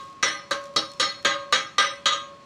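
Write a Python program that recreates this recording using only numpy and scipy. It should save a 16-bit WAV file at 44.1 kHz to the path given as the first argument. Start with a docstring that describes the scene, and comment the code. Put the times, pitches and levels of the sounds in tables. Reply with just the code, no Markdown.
"""Chipping hammer on a welded plate

A chipping hammer strikes a welded steel plate eight times, about four blows a second, in a small workshop.
Decaying modes make the plate's clang, the hum of the steel sheet under it and the pings of the hammer head.
Shaped noise makes the clatter and the room floor; noise bursts and sparse impulses make the slag.
A limiter in the recorder flattens each blow."""
import sys
import numpy as np
from scipy import signal
from scipy.fft import rfft, irfft
from scipy.io import wavfile
from scipy.ndimage import uniform_filter1d, minimum_filter1d

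SR = 44100
rng = np.random.default_rng(int(sys.argv[2]) if len(sys.argv) > 2 else 0)


def persist_wave(psi):
    """Save psi, clipped to +-1, as 16-bit WAV."""
    counts = np.round(np.clip(psi, -1, 1) * 32767).astype(np.int16)
    wavfile.write(sys.argv[1], SR, np.atleast_2d(counts).T)


N = 108045
CONTROL_T_S = np.arange(0, N, 16) / SR  # time axis of the envelopes


def from_db(db):
    """Decibels to amplitude ratio."""
    return 10 ** (np.asarray(db) / 20)


def rms_one(x):
    """Scales to unit RMS."""
    return x / np.sqrt(np.mean(x ** 2) + 1e-20)


def at_hz(hz, points_hz, values):
    """Reads a curve on a log-frequency axis."""
    return np.interp(np.log(hz + 1e-3), np.log(points_hz), values)


def at_audio_rate(envelope):
    """Interpolates a control-rate envelope to all samples."""
    return np.interp(np.arange(N) / SR, CONTROL_T_S, envelope)


def dying(t_s, t60_s):
    """Exponential decay, 60 dB in t60_s."""
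    return np.exp(-np.log(1000) * t_s / t60_s)


def shaped_noise(points_hz, density_db):
    """Stationary noise of unit RMS with a given spectral shape."""
    f_hz = np.arange(N // 2 + 1) * SR / N
    spectrum = rfft(rng.standard_normal(N)) * from_db(at_hz(f_hz, points_hz, density_db))
    return rms_one(irfft(spectrum, N))


def bandpass(x, band_hz):
    """Second-order Butterworth band-pass."""
    return signal.sosfilt(signal.butter(2, band_hz, "band", fs=SR, output="sos"), x)


def add(out, start_s, sound):
    """Mixes a sound in from start_s."""
    i = int(start_s * SR)
    sound = sound[max(-i, 0):max(N - i, 0)]
    out[max(i, 0):max(i, 0) + len(sound)] += sound


# Blows, each on another spot with its own colour; the first is still ringing at the start:
# start_s, ring_length_factor, thud_db, clang_db, middle_db, bright_db, edge_db, crack_db,
# sheet_low_db, sheet_high_db, ping_1_db, ping_2_db, ping_3_db, ping_4_db, pitch_sag_hz
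BLOWS = [ (-.2, 1.47, 2, -8, -5, 0.5, 1, 6, -7, 10, -8.5, -8.5, -21, 5, 0),
         (0.2269, 1.46, -1.5, -1, 3.5, -1.5, -4, 0.5, 5.5, -6, -2.5, 4, 7.5, -2, 2.5),
         (.5097, 1.08, -2.5, -4, -4, -14.5, -6.5, -4, 6.5, 1, -9, -20, -15, -14, 10),
         (0.7612, 0.97, 4, -4.5, -7, -5, 4.5, 2, -1.5, -7, 0, 0.5, -11, -13, 3.5),
         (0.9976, 1.28, -1, -5, -1, -2, 2, 1, -1.5, -6.5, 8, 1.5, -9, 1.5, 37.5),
         (1.248, 1.31, 1.5, -1, 3.5, -1, -1.5, -2.5, 7.5, 4.5, -1.5, -10, -8, -1, 10),
         (1.5244, 1.17, 1.5, 0, 6.5, 0.5, 0.5, 1.5, -11, -5.5, -3.5, -2, -6.5, 0.5, 66),
         (1.7818, 1.283, -0.5, 0.5, 6, 2.5, 0.5, 3.5, 2, -8, -8, 0, 1.5, -12, 34),
         (2.0567, 1.27, -5, -1, 0, 4.5, -0.5, -1.5, 3.5, 6, -0.5, -14.5, -6.5, 3.5, 4.5)]
# Centres of the six colours, thud to crack: pitch_hz
COLOUR_HZ = [400, 1230, 1900, 3500, 4300, 8500]
# Hammer drops back on the plate: start_s, level_db (against the blow before)
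REBOUNDS = [(0.2445, -11), (0.524, -9), (2.073, -11.5), (2.121, -12)]


def contacts():
    """Blows, then rebounds with their blow's colour: start_s, gain, length, colour_db, family_db, sag_hz."""
    rows = [(blow[0], 0, blow) for blow in BLOWS]
    for start_s, level_db in REBOUNDS:
        blow_before = [blow for blow in BLOWS if blow[0] < start_s][-1]
        rows.append((start_s, level_db, blow_before))
    split = 2 + len(COLOUR_HZ)
    return [(start_s, from_db(level_db), blow[1], blow[2:split], blow[split:-1], blow[-1])
            for start_s, level_db, blow in rows]


SWELL_S = 0.0011  # build-up time constant
SAG_S = 0.02396  # the hammer's weight flattens the plate's pitch until it lifts
CONTACT_KEEP = 0.73  # share of the older ringing that outlasts a new contact
WAVER_HZ = 45.42  # knots per second


def mode(pitch_hz, strikes, waver_share):
    """One mode struck at each (start_s, gain, t60_s, sag_hz): swells, rises to pitch, wavers and dies."""
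    envelope = 0
    for start_s, gain, t60_s, sag_hz in sorted(strikes):
        t_s = np.maximum(CONTROL_T_S - start_s, 0)
        turns = rng.random() + sag_hz * SAG_S * np.exp(-t_s / SAG_S)
        level = gain * (1 - np.exp(-t_s / SWELL_S)) * dying(t_s, t60_s)
        envelope = envelope * np.where(t_s > 0, CONTACT_KEEP, 1)
        envelope = envelope + level * np.exp(2j * np.pi * turns)
    # complex noise wavers both level and phase
    knots = rng.standard_normal((1024, 2)) @ [1, 1j]
    wander = np.interp(CONTROL_T_S * WAVER_HZ, np.arange(len(knots)), knots)
    wander = np.sqrt(1 - waver_share ** 2) + waver_share * wander
    carrier = np.exp(2j * np.pi * pitch_hz * np.arange(N) / SR)
    return (at_audio_rate(envelope * wander) * carrier).real


# Modes of the welded plate: pitch_hz
PLATE_HZ = [317, 419, 543, 764, 812, 1227, 1308, 1472, 1560, 1602, 1814, 2000, 2158, 2201, 2341, 2573, 2828,
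            2888, 2955, 3179, 3219, 3297, 3456, 3555, 3684, 3814, 3882, 4053, 4161, 4591, 4783, 6459]
# Same modes before blow colour: level_db
PLATE_DB = [-39, -46, -30.5, -52.5, -36, -17, -25.5, -34.5, -28.5, -24.5, -32, -25.5, -34.5, -33, -34,
            -32.5, -32.5, -38.5, -30, -29, -29, -26.5, -31.5, -60, -37, -22.5, -25.5, -29, -32, -36, -34,
            -48]
# Ring time at 1 kHz before the blow's length factor; share lost per octave up
PLATE_T60_S, T60_FALL_PER_OCTAVE = 0.31, 0.1
PLATE_WAVER_SHARE = 0.72  # chatter and room reflections make the modes waver


def plate():
    """Clang of the welded plate: higher modes die sooner."""
    out, hits = np.zeros(N), contacts()
    for pitch_hz, level_db in zip(PLATE_HZ, PLATE_DB):
        t60_s = PLATE_T60_S * (1 - T60_FALL_PER_OCTAVE) ** np.log2(pitch_hz / 1000)
        strikes = []
        for start_s, gain, length, colour_db, _, sag_hz in hits:
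            strike_db = level_db + at_hz(pitch_hz, COLOUR_HZ, colour_db)
            strikes.append((start_s, gain * from_db(strike_db), t60_s * length, sag_hz))
        out += mode(pitch_hz, strikes, PLATE_WAVER_SHARE)
    return out


# Mode families, one row each: sheet low, sheet high, hammer head pings 1-4 (rising): pitch_hz per mode
FAMILY_HZ = [
    [564, 1008],
    [1089, 1249, 1601],
    [4286, 4306],
    [5383, 9500],
    [5813, 5996, 8341, 8545, 10890],
    [6661, 6735, 7883, 10190, 11035, 11778, 14100],
]
# Same layout, before the blow's family level: level_db per mode
FAMILY_DB = [
    [-35.5, -51],
    [-35.5, -48.5, -36],
    [-36.5, -35.5],
    [-26.5, -45],
    [-31.5, -28, -44, -62, -61],
    [-30, -28, -42, -66, -56.5, -69, -75],
]
# Same layout: t60_s per mode
FAMILY_T60_S = [
    [1.034, 1.66],
    [1.21, 0.98, 0.46],
    [0.8, 0.41],
    [0.36, .35],
    [0.33, 0.36, 0.43, 0.49, 0.61],
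    [0.35, 0.19, 0.25, 0.55, 0.38, .3, 0.31],
]
# Wavering part of each family: waver_share
FAMILY_WAVER_SHARE = [0.41, 0.17, 0.45, 0.86, 0.98, 0.57]


def sheet_and_hammer():
    """Sheet hum and hammer head pings: each blow favours other families of modes."""
    out, hits = np.zeros(N), contacts()
    for k, family in enumerate(zip(FAMILY_HZ, FAMILY_DB, FAMILY_T60_S)):
        for pitch_hz, level_db, t60_s in zip(*family):
            strikes = [(start_s, gain * from_db(level_db + family_db[k]), t60_s, 0)
                       for start_s, gain, _, _, family_db, _ in hits]
            out += mode(pitch_hz, strikes, FAMILY_WAVER_SHARE[k])
    return out


# Crowd of lesser modes, spread by the room: pitch_hz, density_db (per Hz, relative), t60_s (before length factor)
CLATTER = [(50, -23, 0.33), (131, -8.5, 0.38), (344, -0.5, 0.11), (605, 3, .26), (765, -12.5, 0.15),
           (1060, 6.5, 0.34), (1140, 3, 0.083), (1650, 3.5, 0.11), (2200, -6, 0.43), (2840, -6, 0.13),
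           (3090, 1, 0.24), (4430, 8, 0.11), (4750, -10.5, 0.26), (6080, -3.5, 0.092), (8300, -14, 0.077),
           (11200, -31.5, .24), (13400, -43, 0.23), (16000, -45, .15)]
CLATTER_DB, CLATTER_RISE_S, CLATTER_HOLD_S = -21, 0.0012, 0.01
# Tail level against the body; t60 where CLATTER rings longest; mode density
TAIL_DB, TAIL_T60_S, TAIL_MODES_PER_HZ = -12, 1, 0.03


def clatter():
    """Dense modes hold while the plate chatters, then die band by band; a sparser crowd rings on as a tail."""
    points_hz, density_db, t60s_s = np.transpose(CLATTER)
    f_hz, out, hits = np.arange(N // 2 + 1) * SR / N, np.zeros(N), contacts()
    dense = rfft(shaped_noise(points_hz, density_db))
    share = TAIL_MODES_PER_HZ * SR / N  # share of bins kept
    sparse = dense * (rng.random(len(f_hz)) < share) / np.sqrt(share)
    edges_hz = np.geomspace(30, 18000, 25)
    for low_hz, high_hz in zip(edges_hz, edges_hz[1:]):
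        band = (f_hz >= low_hz) & (f_hz < high_hz)
        centre_hz = np.sqrt(low_hz * high_hz)
        t60_s = at_hz(centre_hz, points_hz, t60s_s)
        tail_t60_s = TAIL_T60_S * t60_s / t60s_s.max()
        body_power, tail_power = 0, 0
        for start_s, gain, length, colour_db, *_ in hits:
            t_s = np.maximum(CONTROL_T_S - start_s, 0)
            strength = gain * from_db(at_hz(centre_hz, COLOUR_HZ, colour_db))
            strength = strength * (1 - np.exp(-t_s / CLATTER_RISE_S))
            held_t_s = np.maximum(t_s - CLATTER_HOLD_S, 0)
            body_power = body_power + (strength * dying(held_t_s, t60_s * length)) ** 2
            tail_power = tail_power + (strength * dying(t_s, tail_t60_s)) ** 2
        out += at_audio_rate(np.sqrt(body_power)) * irfft(dense * band, N)
        out += from_db(TAIL_DB) * at_audio_rate(np.sqrt(tail_power)) * irfft(sparse * band, N)
    return from_db(CLATTER_DB) * out


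def burst(level_db, decay_s):
    """Brittle snap: exponentially decaying white noise."""
    t_s = np.arange(SR // 20) / SR
    return from_db(level_db) * np.exp(-t_s / decay_s) * rng.standard_normal(len(t_s))


# Fine grit trickling over the steel, before band-pass: time_s, level_db
GRIT_LEVEL = [(0, -49), (.1, -55), (.22, -79), (.55, -62), (.66, -50), (.74, -68), (.93, -56), (1.2, -57),
              (1.45, -74), (2.0, -65), (2.35, -86)]
# Crumbs of slag landing, before band-pass: start_s, level_db
CRUMBS = [(.128, -44), (0.64, -33.5), (0.656, -36.5), (.739, -42), (.917, -29), (.936, -35), (1.125, -37),
          (1.227, -36)]
# Band of crumbs and grit: low_hz, high_hz
CRUMB_HZ = (2500, 7100)
GRIT_PER_S, CRUMB_DECAY_S = 2100, 0.0016
# Slag shatters under the point; level before band-pass
CRACK_DB, CRACK_DECAY_S, CRACK_HZ = -22.5, 0.0016, (3000, 8640)


def slag():
    """Crust cracks at each blow; crumbs and fine grit land as band-passed bursts and impulses."""
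    grit = (rng.random(N) < GRIT_PER_S / SR) * rng.standard_normal(N)
    grit_db = np.interp(np.arange(N) / SR, *np.transpose(GRIT_LEVEL))
    debris = from_db(grit_db) * rms_one(grit)
    for start_s, level_db in CRUMBS:
        add(debris, start_s, burst(level_db, CRUMB_DECAY_S))
    cracks = np.zeros(N)
    for start_s, *_ in BLOWS:
        add(cracks, start_s, burst(CRACK_DB, CRACK_DECAY_S))
    return bandpass(cracks, CRACK_HZ) + bandpass(debris, CRUMB_HZ)


# Workshop background spectrum: pitch_hz, density_db (per Hz, relative)
FLOOR = [(25, -18), (65, -4.5), (140, 4.5), (260, 1), (600, -6), (1500, -9), (4000, -13.5), (7000, -21),
         (11000, -37.5), (15000, -51)]
FLOOR_DB = -53  # RMS


def workshop():
    """Steady background: shaped noise, mostly low."""
    return from_db(FLOOR_DB) * shaped_noise(*np.transpose(FLOOR))


def scene():
    """Sums all sources at one microphone."""
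    return (plate() + sheet_and_hammer() + clatter() + slag() + workshop())[None]


LIMIT_DB, RELEASE_DB_PER_S, LIMIT_ATTACK_S = -6.5, 98, 0.0029
CUTOFF_HZ = 16200


def record(dry):
    """Fast limiter with a linear-in-dB release, then a steep low-pass."""
    over_db = np.maximum(20 * np.log10(np.abs(dry[0]) + 1e-9) - LIMIT_DB, 0)
    ramp_db = RELEASE_DB_PER_S * np.arange(N) / SR
    gain_db = ramp_db - np.maximum.accumulate(over_db + ramp_db)  # peak hold, steady recovery
    width = max(int(LIMIT_ATTACK_S * SR), 1)
    gain_db = uniform_filter1d(minimum_filter1d(gain_db, width), width)
    low_pass = signal.cheby2(12, 70, CUTOFF_HZ + 800, fs=SR, output="sos")  # stopband edge, 70 dB down
    return signal.sosfilt(low_pass, dry * from_db(gain_db))


dry = scene()
out = record(dry)
persist_wave(out)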